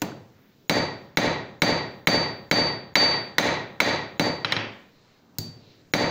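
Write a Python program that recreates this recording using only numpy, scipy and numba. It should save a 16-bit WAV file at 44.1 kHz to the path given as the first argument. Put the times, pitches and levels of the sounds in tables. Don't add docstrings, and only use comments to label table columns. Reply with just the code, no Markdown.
import sys
import numpy as np
from scipy import signal
from scipy.fft import rfft, irfft, next_fast_len
from scipy.io import wavfile
from scipy.ndimage import uniform_filter1d, minimum_filter1d
from numba import njit

SR = 44100
rng = np.random.default_rng(int(sys.argv[2]) if len(sys.argv) > 2 else 0)


def natural_amplitude(level_db):
    exponent = np.asarray(level_db, float) / 20
    return 10 ** exponent


def materialize(psi):
    bounded = np.clip(np.atleast_2d(psi).T, -1, 1)
    quanta = np.round(bounded * 32767).astype(np.int16)
    wavfile.write(sys.argv[1], SR, quanta)


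N = 269010

BLOCK_S = 0.02
RING_S = 0.75
FLIGHT_S = 0.0016
SCATTER_DB = 1.5
TAIL_PER_PEAK = 0.84

# f/Hz, density/dB per Hz
AIR_SPECTRUM = [(25, -24), (60, -6), (150, -0.5), (240, -3), (420, -7.5), (700, -14), (1800, -19),
                (3000, -22.5), (4000, -21), (6500, -26.5), (9000, -36), (15000, -27.5)]
# f/Hz, level/dB
WHISTLE_TONES = [(6800, -67.5), (14700, -69.5)]
# middle t/s, half length/s, level/dB
RUSTLES = [
    (4.996, 0.16, -62),
    (5.716, .1, -57),
]
# f/Hz, density/dB per Hz
CLOTH_SPECTRUM = [(100, -10), (400, -6), (1200, -20), (2600, -13), (3300, -18), (4000, -5.5), (5200, -16),
                  (8000, -40)]

# f/Hz, density/dB per Hz
BLOW_TAIL = [(40, -18.5), (100, -6.5), (200, -3), (570, -0.5), (900, -2.5), (1400, -6.5), (2100, -3),
             (3000, -13), (3800, -10), (5200, -16.5), (7500, -26.5), (10000, -26), (15000, -27)]
SKIP_TAIL = [(40, -27.5), (115, -7.5), (200, 1.5), (640, -5), (1200, -9), (2400, -6.5), (3300, -9.5),
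             (4300, -19), (5500, -19.5), (7500, -44), (10000, -45), (15000, -68.5)]
KNOCK_TAIL = [(40, -19), (120, 0), (300, -2), (700, -4.5), (1400, -13.5), (3000, -18), (4400, -22.5),
              (6500, -25), (10000, -27), (15000, -20.5)]
ROCK_TAIL = [(40, -20), (120, -0.5), (300, -9.5), (700, -17), (1400, -31.5), (3000, -28.5), (4400, -20),
             (6500, -23), (10000, -25.5), (15000, -19.5)]
# f/Hz, t60/s
TAIL_T60 = [(80, 0.92), (300, 0.64), (1500, 0.55), (4000, 0.52), (8000, 0.31), (15000, 0.19)]
# delay/s, spread/s, level/dB
FAR_WALL = (0.08, 0.012, 1)
# f/Hz, width/Hz, level/dB
ANVIL_MODES = [(351.4, 43, 3), (572, 26, 4.5), (888, 52, 4), (1272, 20, 4.5), (1885, 110, 6.5),
               (2321, 63, 5), (3518, 45, 6.5), (4020, 275, 8), (6270, 160, 13.5), (9780, 180, 9.5),
               (10830, 100, 1), (12300, 200, -5.5), (6990, 380, 7)]

# t/s, peak level/dB, head ring level/dB, thud level/dB, crack level/dB
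BLOWS = [
    (0.694, -7, -33.5, 8, 11),
    (1.17, -3.5, -36.5, 5, 5),
    (1.618, -3.5, -33.5, 5.5, 6),
    (2.07, -2.5, -24.5, 4.5, 8.5),
    (2.511, -3, -22.5, 5, 4.5),
    (2.953, 3, -18.5, -7, 1),
    (3.381, -0.5, -38.5, -2.5, 8),
    (3.801, -1.5, -33.5, -3, 4.5),
    (4.194, -14, -38.5, 12, 8.5),
    (5.935, -4.5, -30, 7.5, 9),
]
SKIPS = [
    (4.445, -2, -43, -16, 3),
    (4.5205, 1.5, -41, -19, 6.5),
    (4.564, -8, -42, -10, -2),
]
GLANCES = [
    (0.017, -14, -46, 3.3, 0.1),
    (5.383, -8.5, -31, 0.1, 0.086),
]

# f/Hz, width/Hz, level/dB
BLOW_CLANK = [(1580, 150, -3.5), (2020, 120, -4.5), (2232, 395, 3.5), (3110, 130, -19), (3480, 120, -13.5),
              (3965, 230, -6), (5640, 130, -14), (6280, 210, -20), (6900, 560, -21)]
SKIP_CLANK = [(1007, 350, -29), (1680, 810, 2.5), (2157, 410, 0.5), (3000, 600, -30), (3680, 450, -5),
              (3990, 320, 3), (5500, 600, -6)]
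KNOCK_CLANK = [(1070, 700, -3.5), (1580, 1200, -21), (2120, 150, 4), (4140, 410, 9), (7040, 560, 17),
               (7900, 520, -14)]
ROCK_CLANK = [(690, 150, -29), (1410, 400, -23), (2080, 270, -15.5), (4180, 410, -3), (5200, 360, -6),
              (6530, 190, -5), (6700, 560, -16)]
# f/Hz, level/dB, t60/s
STUMP = [(111, -34, 0.22), (166, -20.5, 0.15), (258, -19, 0.044), (435, -9, 0.012)]
ROD_KNOCK = [(167.6, -13, 0.08), (293, -8.5, 0.11), (490, -31, 0.041), (1070, -9, 0.027),
             (1500, -10, 0.034)]
STAND_ROCK = [(109.6, -12, 0.28), (160, -10, 0.11), (259, -11, .08)]
# f/Hz, level/dB, t60/s
BLOW_RING = [(6300, -32, 0.23), (10300, -43.5, 0.14), (11100, -44, 0.28)]
SKIP_RING = [(6500, -27, 0.15), (9870, -25, 0.14), (10940, -26, 0.08), (12200, -36, .05), (14500, -47, .04)]
# f/Hz, level/dB, t60/s
HEAD_RING = [(4601, 7.5, 0.7), (4606, -4.5, 0.32)]

# f/Hz, level/dB
CAPSULE_RESPONSE = [(20, 11.5), (50, -14), (95, -2), (7500, -4), (8600, -14), (13900, -10.5), (14400, -5.5),
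                    (15000, -0.5), (15700, -7)]


def on_log_axis(table, hz):
    f, value = np.transpose(table)
    return np.interp(np.log(np.maximum(hz, 1)), np.log(f), value)


def colour(x, table):
    gain = natural_amplitude(on_log_axis(table, np.fft.rfftfreq(len(x), 1 / SR)))
    y = irfft(rfft(x) * gain, len(x))
    return y / np.sqrt(np.mean(y ** 2))


def fall(t, t60):
    return np.exp(-np.log(1000) * t / t60)


def rise(t, rise_s):
    return 1 - np.exp(-t / rise_s)


def workshop_air():
    k = SR // 10
    air = rfft(colour(rng.standard_normal(N), AIR_SPECTRUM))
    octave = np.log2(np.maximum(np.fft.rfftfreq(N, 1 / SR), 30) / 30)
    steps = np.repeat(rng.standard_normal((11, N // k + 1)), k, axis=1)
    walk = uniform_filter1d(uniform_filter1d(steps, k), k)[:, :N]
    drift = natural_amplitude(3.5 * walk)
    bands = (drift[b] * irfft(air * np.clip(1 - abs(octave - b), 0, 1), N) for b in range(11))
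    return natural_amplitude(-56) * sum(bands)


def whistle(chirp_db, chirp_s):
    t = np.arange(N) / SR
    onsets_s = [row[0] for row in [*BLOWS, *GLANCES[:1]]]
    gate = sum((t > s - s % BLOCK_S) & (t < s) for s in onsets_s)
    chirp = natural_amplitude(chirp_db * np.exp(-(t % BLOCK_S) / chirp_s))
    tones = sum(natural_amplitude(db) * np.sin(2 * np.pi * hz * t) for hz, db in WHISTLE_TONES)
    return uniform_filter1d(gate * chirp, 40) * tones


def rustle():
    t = np.arange(N) / SR
    swell = sum(natural_amplitude(db) * np.exp(-0.5 * ((t - s) / half_s) ** 2) for s, half_s, db in RUSTLES)
    grain = natural_amplitude(30 * uniform_filter1d(rng.standard_normal(N), 400))
    return swell * grain * colour(rng.standard_normal(N), CLOTH_SPECTRUM)


def walls(t, tail, anvil):
    hz = np.fft.rfftfreq(len(t), 1 / SR)
    spec = rfft(colour(rng.standard_normal(len(t)), tail))
    peaks_db = sum(db / (1 + (2 * (hz - f) / width) ** 2) for f, width, db in ANVIL_MODES)
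    spec = spec * natural_amplitude(anvil * peaks_db)
    delay_s, spread_s, wall_db = FAR_WALL
    late = natural_amplitude(wall_db * np.exp(-0.5 * ((t - delay_s) / spread_s) ** 2))
    half_octave = 2 * np.log2(np.maximum(hz, 1) / 40)
    out = 0
    for k in range(19):
        band = irfft(spec * np.clip(1 - abs(half_octave - k), 0, 1), len(t))
        out = out + band * fall(t, on_log_axis(TAIL_T60, 40 * 2 ** (k / 2)))
    return rise(t, 0.0013) * late * out


def room_answer(here, beside, thud_db, crack_db):
    lows = signal.butter(1, 700, fs=SR)
    highs = signal.butter(2, 6000, "high", fs=SR)
    spot = 0.28 * rng.standard_normal()
    wet = np.cos(spot) * here + np.sin(spot) * beside
    wet = wet + (natural_amplitude(thud_db / 2) - 1) * signal.lfilter(*lows, wet)
    return wet + (natural_amplitude(crack_db / 2) - 1) * signal.lfilter(*highs, wet)


def ring(modes, t):
    chance = rng.standard_normal(len(modes))
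    out = 0
    for k, (hz, db, t60) in enumerate(modes):
        level = (-1) ** k * natural_amplitude(db + SCATTER_DB * chance[k])
        out = out + level * np.sin(2 * np.pi * hz * t) * fall(t, t60)
    return out


def support_thud(t, base, thud_db):
    thud = natural_amplitude(thud_db) * rise(t, 0.00096) * ring(base, t)
    return thud + 0.25 * np.roll(thud, int(0.1 * SR))


def contact_clank(t, clank, tail, grit, crack_db, scale_db, tick_db, top_db):
    mids = signal.butter(2, 900, "high", fs=SR)
    highs = signal.butter(2, 6000, "high", fs=SR)
    dull = signal.butter(4, 7000, fs=SR)
    modes = [(hz, db, 4.5 / width) for hz, width, db in clank]
    x = rise(t * natural_amplitude(crack_db / 2), 0.00025) * ring(modes, t)
    crunch = signal.lfilter(*mids, colour(grit, tail)) * fall(t, 0.024)
    x = x / abs(x).max() + natural_amplitude(scale_db) * crunch
    x = x + 0.62 * np.roll(x, int(0.0022 * SR)) + 0.34 * np.roll(x, int(0.0042 * SR))
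    top_gain = natural_amplitude(min(crack_db + top_db, 0) * 2)
    x = x + (top_gain - 1) * (x - signal.lfilter(*dull, x))
    return x + natural_amplitude(crack_db + tick_db) * signal.lfilter(*highs, grit) * fall(t, 0.0073)


def thin_ring(t, rings, flutter, level_db):
    return natural_amplitude(level_db) * rise(t, 0.0005) * (1 + 0.46 * flutter) * ring(rings, t)


def head_ring(t, flutter, ring_db, grip_s):
    waver = natural_amplitude(0.53 * uniform_filter1d(flutter, 1500) * 2)
    grip = np.exp(-(t / grip_s) ** 2)
    return natural_amplitude(ring_db) * rise(t, 0.012) * grip * waver * ring(HEAD_RING, t)


def strikes(events, clank, rings, base, tail, drive_db, tail_db, thin_db, scale_db, tick_db,
            grip_s, anvil, top_db):
    t = np.arange(int(RING_S * SR)) / SR
    out, head = np.zeros((2, N + 2 * len(t)))
    here, beside = walls(t, tail, anvil), walls(t, tail, anvil)
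    for s, peak_db, ring_db, thud_db, crack_db in events:
        grit = rng.standard_normal(len(t))
        flutter = uniform_filter1d(uniform_filter1d(grit, 500), 500) * 28
        direct = contact_clank(t, clank, tail, grit, crack_db, scale_db, tick_db, top_db)
        direct = direct + support_thud(t, base, thud_db)
        wet = room_answer(here, beside, thud_db, crack_db)
        wet = wet + thin_ring(t, rings, flutter, crack_db + thin_db)
        i = int((s + FLIGHT_S) * SR)
        span = slice(i, i + len(t))
        out[span] += natural_amplitude(peak_db) * direct + natural_amplitude(tail_db + TAIL_PER_PEAK * peak_db) * wet
        head[span] = head[span] * fall(t, 0.02) + head_ring(t, flutter, ring_db, grip_s)
    return natural_amplitude(drive_db) * (out + head)[:N]


def scene():
    knock = strikes(GLANCES[:1], KNOCK_CLANK, BLOW_RING, ROD_KNOCK, KNOCK_TAIL,
                    drive_db=-1.5, tail_db=-15, thin_db=-15, scale_db=4, tick_db=-2,
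                    grip_s=0.2, anvil=0.9, top_db=3)
    rock = strikes(GLANCES[1:], ROCK_CLANK, BLOW_RING, STAND_ROCK, ROCK_TAIL,
                   drive_db=-6, tail_db=-16.5, thin_db=-15, scale_db=-1.5, tick_db=4.5,
                   grip_s=0.19, anvil=0.48, top_db=3)
    skips = strikes(SKIPS, SKIP_CLANK, SKIP_RING, STAND_ROCK, SKIP_TAIL,
                    drive_db=0, tail_db=-19, thin_db=1, scale_db=-5, tick_db=-46,
                    grip_s=0.24, anvil=0.68, top_db=-7)
    hard = strikes(BLOWS, BLOW_CLANK, BLOW_RING, STUMP, BLOW_TAIL,
                   drive_db=11.5, tail_db=-17.5, thin_db=-2.5, scale_db=-8, tick_db=-17.5,
                   grip_s=0.28, anvil=1.06, top_db=3)
    return (workshop_air() + rustle() + knock + rock + skips + hard)[None]


def capsule(x):
    size = next_fast_len(N + SR // 2)
    gain = natural_amplitude(on_log_axis(CAPSULE_RESPONSE, np.fft.rfftfreq(size, 1 / SR)))
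    cepstrum = irfft(np.log(gain), size)
    fold = np.r_[1, 2 * np.ones(size // 2 - 1), np.zeros(size - size // 2)]
    return irfft(rfft(x, size) * np.exp(rfft(cepstrum * fold)), size)[:N]


@njit
def follow(size, keep):
    e, out = 0., np.empty(len(size))
    for i in range(len(size)):
        e = max(size[i], e * keep)
        out[i] = e
    return out


def limiter(x, top_db, ratio, hold_s, release_s):
    block, hold = int(BLOCK_S * SR), int(hold_s * SR)
    loudest = np.repeat(np.maximum.reduceat(abs(x), np.arange(0, N, block)), block)[:N]
    recent = -minimum_filter1d(-abs(x), hold + 1, origin=hold // 2)
    level = follow(np.maximum(loudest, recent), np.exp(-1 / (release_s * SR)))
    gain = np.minimum(1, (natural_amplitude(top_db) / (level + 1e-9)) ** (1 - 1 / ratio))
    return x * uniform_filter1d(gain, 60)


def band_limit(x):
    return signal.sosfilt(signal.butter(12, 17020, fs=SR, output="sos"), x)


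def record(dry):
    x = limiter(capsule(dry[0]), top_db=-10, ratio=2.79, hold_s=0.032, release_s=0.039)
    x = x + whistle(chirp_db=9.5, chirp_s=0.003)
    top_cut = signal.ellip(8, 0.3, 40, 15750, fs=SR, output="sos")
    mix = signal.sosfilt(top_cut, x)[None]
    return band_limit(mix)


dry = scene()
out = record(dry)
materialize(out)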